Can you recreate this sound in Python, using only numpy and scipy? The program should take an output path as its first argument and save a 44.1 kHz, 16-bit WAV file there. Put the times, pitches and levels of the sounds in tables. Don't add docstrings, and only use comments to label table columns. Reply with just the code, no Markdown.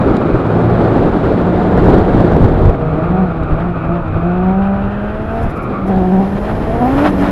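import sys
import numpy as np
from scipy.fft import rfft, irfft, next_fast_len
from scipy.io import wavfile
from scipy.ndimage import uniform_filter1d, map_coordinates

SR = 44100
rng = np.random.default_rng(int(sys.argv[2]) if len(sys.argv) > 2 else 0)


def to_wav(sig):
    pcm = np.clip(np.atleast_2d(sig), -1, 1) * 32767
    pcm = np.round(pcm).astype(np.int16)
    wavfile.write(sys.argv[1], SR, pcm.T)


N = 322371
TIME_S = np.arange(N) / SR
STRONG_HARMONICS = 5


def amp(db):
    return 10 ** (np.asarray(db) / 20)


def unit(x):
    return x / np.sqrt(np.mean(x ** 2) + 1e-20)


def along(points, hz):
    point_hz, values = np.transpose(points)
    return np.interp(np.log(hz + 1), np.log(point_hz + 1), values)


def curves(rows):
    times, *columns = np.transpose(rows)
    return [np.interp(TIME_S, times, column) for column in columns]


def during(rows):
    active = (TIME_S >= rows[0][0]) & (TIME_S <= rows[-1][0])
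    return uniform_filter1d(active * 1., size=2000)


def swell(centre_s, width_s):
    return np.exp(-.5 * np.minimum(((TIME_S - centre_s) / width_s) ** 2, 100))


def spell(start_s, end_s, rise_s=0.013, fall_s=0.061):
    return np.clip(np.minimum((TIME_S - start_s) / rise_s, (end_s - TIME_S) / fall_s) + .5, 0, 1)


def wobble(rate):
    knots = rng.standard_normal(4096)
    coarse = np.arange(0, N, step=32)
    return np.interp(np.arange(N), coarse, map_coordinates(knots, [coarse * rate / SR], mode="wrap"))


def filtered(x, response):
    size = next_fast_len(N + SR // 4)
    return irfft(rfft(x, size) * response(np.fft.rfftfreq(size, 1 / SR)), size)[:N]


def noise(spectrum):
    return unit(filtered(rng.standard_normal(N), lambda hz: amp(along(spectrum, hz))))


def angle(hz):
    return 2 * np.pi * np.cumsum(hz) / SR


def wind(slap_width_s=.005, gust_rush_db=-10):
    # time_s, buffet_db, rush_db
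    airstream = [(0, -27, -11), (.55, -37, -14), (.85, -18, -10), (1.5, -25, -13), (1.92, -12, -7.5),
                 (2.08, -16, -12), (2.2, -18, -9), (2.52, -16, -14.5), (2.68, -10.5, -15),
                 (2.78, -22, -20.5), (3.55, -21, -23.5), (4.7, -21.5, -27), (5.3, -22, -25.5),
                 (5.75, -25.5, -19.5), (6.1, -25, -22.5), (6.7, -20, -18.5), (7.31, -22, -15)]
    # centre_s, half_width_s, level_db
    gust_bursts = [(.1, 0.038, -22), (.35, 0.022, -11.5), (1.88, 0.016, -17), (2.17, 0.029, -14),
                   (2.27, 0.027, -14), (2.44, .018, -1.5), (2.65, .014, -11), (2.695, 0.014, -6.5),
                   (3.41, 0.016, -20), (3.53, 0.023, -12), (4.17, 0.01, -11.5), (4.87, 0.014, -18.5),
                   (5.46, 0.038, -15), (5.98, 0.053, -18.5), (6.55, 0.028, -24)]
    # centre_s, level_db
    air_slaps = [(1.778, -9), (1.889, -6.5), (1.937, -10), (1.98, -11.5), (2.152, -10), (2.166, -8),
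                 (2.249, -9), (2.355, -5), (2.365, -7), (2.437, -11.5), (2.698, -14)]
    # frequency_hz, relative_db
    buffet_spectrum = [(12, -11), (25, 6.5), (50, 5.5), (100, 3.5), (150, -1), (300, -18), (800, -55.5),
                       (2000, -120)]
    rush_spectrum = [(20, -17), (110, -4), (350, -3), (730, -12.5), (1000, -19.5), (1400, -22.5),
                     (2500, -40), (3900, -43.5), (5900, -61), (7700, -61.5), (9200, -69.5), (10500, -64.5),
                     (12200, -72.5), (14000, -83.5)]
    buffet_db, rush_db = curves(airstream)
    gusts = sum(amp(db) * swell(s, width_s) for s, width_s, db in gust_bursts)
    buffet = unit(amp(0.63 * wobble(22)) * noise(buffet_spectrum))
    buffet *= np.hypot(amp(buffet_db), gusts)
    rush = unit(amp(1.17 * wobble(60) + 0.4 * wobble(10)) * noise(rush_spectrum))
    rush *= np.hypot(amp(rush_db), amp(gust_rush_db) * gusts)
    slaps = sum(amp(db) * swell(s, slap_width_s) for s, db in air_slaps)
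    thud = noise([(40, -17), (140, 0), (450, -2), (900, -17), (2500, -55), (6000, -100)])
    return buffet + rush + slaps * thud


def throttle():
    # start_s, end_s, depth_db
    lifts = [(-0.1, .5, 14.5), (.92, 1.45, 4.5), (2.03, 2.2, 5), (2.728, 2.914, 1.5), (3.272, 3.505, 4),
             (3.716, 3.823, 4.5), (4.01, 4.16, 3), (4.867, 5.304, 3), (5.48, 5.75, 10.5), (5.75, 5.87, 8.5),
             (6.3, 6.72, 1), (7.11, 7.185, 9)]
    # start_s, end_s, extra_load_db
    stabs = [(1.467, 1.525, 2.5), (3.13, 3.243, 2.5), (3.885, 3.975, 2), (4.238, 4.796, 2.5),
             (5.88, 6.255, 3), (6.81, 6.876, 6.5), (6.996, 7.09, 3), (7.215, 7.276, 2.5)]
    return [sum(db * spell(start, end) for start, end, db in rows) for rows in (lifts, stabs)]


def engine(lift_db, stab_db, cruise_hz=185, hop_hz=14, rev_db_per_octave=8.5, waver_db=2.8):
    # time_s, firing_hz
    revs = [(0, 175.5), (.45, 165.4), (.65, 174.2), (1.0, 164.1), (1.49, 179.1), (1.98, 184.7), (2.45, 161),
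            (2.82, 131.3), (2.95, 146.9), (3.05, 170), (3.2, 191), (3.35, 163.5), (3.5, 151.3), (3.67, 179),
            (3.83, 161.7), (3.96, 174), (4.1, 154.6), (4.28, 175.6), (4.6, 194.1), (4.82, 198),
            (5.1, 209.4), (5.42, 229.5), (5.72, 198.5), (5.9, 190.5), (6.07, 182.7), (6.2, 192.2),
            (6.35, 198.6), (6.52, 215.1), (6.65, 214.9), (6.84, 246.4), (7.06, 303), (7.13, 275.6),
            (7.31, 287.4)]
    # time_s, roughness (0-1)
    roughness = [(0, 0.7), (3.1, 0), (4.5, 0), (5.4, 0.4), (5.8, .75), (6.6, 0.3), (7.05, 1)]
    # time_s, speed_swing (share)
    shudder = [(0, .005), (5.8, .005), (5.92, .024), (6.3, .02), (6.5, .008), (6.9, .016), (7.31, .014)]
    firing_hz, = curves(revs)
    rough, = curves(roughness)
    octaves = np.log2(firing_hz / cruise_hz)
    hop = curves(shudder)[0] * np.sin(angle(hop_hz * (1 + 0.151 * wobble(6))))
    firing_phase = angle(firing_hz * (1 + hop + .003 * wobble(25)))
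    drive_db = rev_db_per_octave * octaves + waver_db * rough * wobble(11)
    growl_db = -31 + 4.5 * octaves + 0.64 * (stab_db - lift_db) + 2 * rough
    loping = lope(firing_phase)
    shaken_phase = firing_phase + (.05 + .15 * rough ** 2) * wobble(70)
    return (loping + exhaust(firing_phase, firing_hz, rough, drive_db, lift_db, stab_db)
            + growl(shaken_phase, firing_hz, growl_db)
            + roar(firing_phase, octaves, lift_db, stab_db))


def lope(firing_phase):
    # start_s, end_s, level_db
    lopes = [(-0.1, .15, -18), (.45, 1.0, -13), (7.08, 7.4, -14.5)]
    level = sum(amp(db) * spell(start, end) for start, end, db in lopes)
    return level * amp(1.5 * wobble(20)) * np.sin(firing_phase * 2 / 3)


def exhaust(firing_phase, firing_hz, rough, drive_db, lift_db, stab_db, flicker_db=1.64):
    # frequency_hz, level_db
    boom = [(130, -16), (165, -19.5), (188, -15.5), (198, -18), (217, -28.5), (250, -25.5), (300, -21.5),
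            (325, -26.5), (372, -24.5), (392, -34), (420, -30.5), (540, -36.5), (620, -27.5), (680, -27.5),
            (765, -27.5), (830, -38), (950, -39.5), (1200, -46.5)]
    cycle_phase = firing_phase / 6
    jitter = 0.097 * wobble(55) + 0.18 * wobble(150) + 0.072 * np.sin(cycle_phase + .8 * wobble(14))
    phase = firing_phase + rough * jitter
    note = np.zeros(N)
    for k in range(1, STRONG_HARMONICS + 1):
        load_db = stab_db * (1 + 0.068 * (k - 1)) - lift_db * (1 + .15 * (k - 1))
        db = along(boom, k * firing_hz) + drive_db + load_db + flicker_db * wobble(35)
        note += amp(db) * np.sqrt(2) * np.sin(k * phase + rng.uniform(0, 2 * np.pi))
    return note


def growl(firing_phase, firing_hz, level_db, scatter_db=3, crank_db=4, firing_db=7):
    # frequency_hz, relative_db
    pipe = [(50, -15.5), (130, -9), (240, 9.5), (320, -13), (640, 7), (790, 3.5), (950, -5.5), (1060, -5.5),
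            (1300, -15), (1800, -20), (3000, -27)]
    lines = np.zeros(N)
    for k in range(3, 66):
        multiple = k / 6
        on_crank, on_firing = k % 2 == 0, k % 6 == 0
        if on_firing and multiple <= STRONG_HARMONICS:
            continue
        pipe_db = along(pipe, multiple * firing_hz[::64]).repeat(64)[:N]
        db = pipe_db + crank_db * on_crank + firing_db * on_firing + scatter_db * wobble(8)
        lines += amp(db) * np.sin(multiple * firing_phase + rng.uniform(0, 2 * np.pi))
    return amp(level_db) * unit(lines)


def roar(firing_phase, octaves, lift_db, stab_db, cruise_db=-31.5, db_per_octave=1):
    # centre_s, half_width_s, level_db
    hard_barks = [(6.508, .015, -21), (6.97, .06, -23.5), (7.068, .022, -17), (7.247, .02, -15)]
    # frequency_hz, relative_db
    rasp = [(20, -43.5), (150, -19), (300, -10), (750, 7), (1100, 2.5), (1500, 0), (2100, -9.5),
            (3700, -20.5), (5000, -35), (6200, -44.5), (8000, -42.5), (9500, -46.5), (15000, -55.5),
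            (18000, -75)]
    crank_phase = firing_phase / 3
    pulsing = amp(1.3 * np.sin(firing_phase) + np.sin(crank_phase) + 1.8 * wobble(40))
    barks = sum(amp(db) * swell(s, width_s) for s, width_s, db in hard_barks)
    burn = amp(cruise_db + db_per_octave * octaves - 0.38 * lift_db)
    combustion = np.hypot(burn, barks) * unit(pulsing * noise(rasp))
    return combustion + intake(pulsing, lift_db, stab_db)


def intake(pulsing, lift_db, stab_db, over_hiss_db=15.5, airbox_hz=8000):
    # centre_hz, width_hz, relative_db
    resonances = [(1790, 190, 9.5), (2360, 210, 4), (2820, 120, -2), (3200, 88, 0.5), (4120, 160, -8),
                  (5050, 450, -11), (7700, 1400, -22)]

    def response(hz):
        power = sum(amp(db) ** 2 / (1 + ((hz - centre) / (width / 2)) ** 2)
                    for centre, width, db in resonances)
        return np.sqrt(power) / (1 + (hz / airbox_hz) ** 6)

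    air = unit(filtered(pulsing * rng.standard_normal(N), response))
    return amp(boost(lift_db) + 0.32 * stab_db + over_hiss_db) * air


def boost(lift_db, sag_share=0.7):
    # time_s, level_db
    airflow = [(0, -74.5), (3, -77.5), (4.6, -75), (5.38, -61), (5.95, -62.5), (6.4, -55), (6.8, -57),
               (7.06, -48.5), (7.25, -49.5), (7.31, -53)]
    return curves(airflow)[0] - sag_share * lift_db


def turbo(lift_db, puff_width_s=0.0089):
    # centre_s, level_db
    flutter = [(5.433, -55), (5.504, -54), (5.57, -55.5), (5.634, -55.5), (5.88, -54.5)]
    # frequency_hz, relative_db
    hiss_spectrum = [(3000, -32), (5000, 1), (8000, -4.5), (9500, -12.5), (10400, 3.5), (11800, 2.5),
                     (13200, -27), (15500, -23)]
    # time_s, pitch_hz, level_db
    blade_tone = [(6.66, 10060, -78), (6.71, 10220, -60.5), (6.82, 11300, -56.5), (6.92, 12200, -60),
                  (7.07, 13300, -68), (7.18, 12780, -62), (7.31, 12950, -63.5)]
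    puffs = sum(amp(db) * swell(s, puff_width_s) for s, db in flutter)
    hiss = (amp(boost(lift_db)) + puffs) * noise(hiss_spectrum)
    pitch_hz, level_db = curves(blade_tone)
    level = amp(level_db + 3.44 * wobble(50)) * during(blade_tone)
    whistle = level * np.sin(angle(pitch_hz * (1 + .02 * wobble(1100))))
    return hiss + whistle


def squeal(slide):
    # pitch_multiple, width_hz, relative_db
    tread = [(1, 178, 0.5), (1.15, 168, -3.5), (1.98, 360, -13)]

    def chatter(cutoff_hz):
        return unit(filtered(rng.standard_normal(N), lambda hz: 1 / (1 + (hz / cutoff_hz) ** 4) ** .5))

    level_db, pitch_hz = curves(slide)
    phase = angle(pitch_hz * (1 + .014 * wobble(25)))
    scrub = np.zeros(N)
    for multiple, width_hz, db in tread:
        scrub += amp(db) * chatter(width_hz / 2) * np.sin(multiple * phase)
        scrub += amp(db) * chatter(width_hz / 2) * np.cos(multiple * phase)
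    return amp(level_db + 1.4 * wobble(24)) * during(slide) * unit(scrub)


def tyres():
    # time_s, level_db, pitch_hz
    rear_slide = [(0, -27.5, 1202), (2.5, -43.5, 1216), (2.9, -31, 1198), (4.3, -29, 1220),
                  (4.9, -33, 1301), (5.35, -34.5, 1311), (5.6, -27, 1192), (5.82, -28.5, 1153),
                  (5.92, -38, 1172)]
    inner_spin = [(4.3, -57, 1371), (4.7, -45, 1473), (5.0, -38, 1555), (5.2, -42.5, 1667),
                  (5.42, -51, 1723), (5.52, -37, 1830)]
    return squeal(rear_slide) + squeal(inner_spin)


def grit(t60_s=0.017):
    # start_s, level_db
    hits = [(0.1675, -26.5), (3.4336, -39.5), (4.0814, -44), (5.9617, -39.5), (5.9813, -45)]
    # frequency_hz, relative_db
    tick_spectrum = [(500, -11.5), (1200, 1), (2500, -3.5), (3900, 16.5), (5500, -5), (7500, 1),
                     (9000, -14.5), (11000, -8.5), (13000, -39), (16000, -39)]
    blows = sum(amp(db - 60 * np.abs(TIME_S - s) / t60_s) * (TIME_S >= s) for s, db in hits)
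    return blows * noise(tick_spectrum)


def car_ahead(harmonics_db=(-1.5, -15, -4, -5.5, -12.5)):
    # time_s, firing_hz, level_db
    leader = [(2.4, 157, -52), (2.6, 156.3, -17), (2.75, 158.4, -23.5), (2.88, 157.8, -20),
              (3.05, 157.6, -23), (3.3, 164.1, -21.5), (3.42, 162.1, -24), (3.55, 161.1, -57)]
    firing_hz, level_db = curves(leader)
    phase = angle(firing_hz)
    drone = sum(amp(db + 2.9 * wobble(14)) * np.sin(k * phase) for k, db in enumerate(harmonics_db, 1))
    return amp(level_db) * during(leader) * drone


def scene():
    lift_db, stab_db = throttle()
    return (engine(lift_db, stab_db) + turbo(lift_db) + car_ahead() + wind() + tyres() + grit())[None]


def record(dry, top_hz=15700):
    return filtered(np.clip(dry[0], -1, 1), lambda hz: hz < top_hz)[None]


dry = scene()
out = record(dry)
to_wav(out)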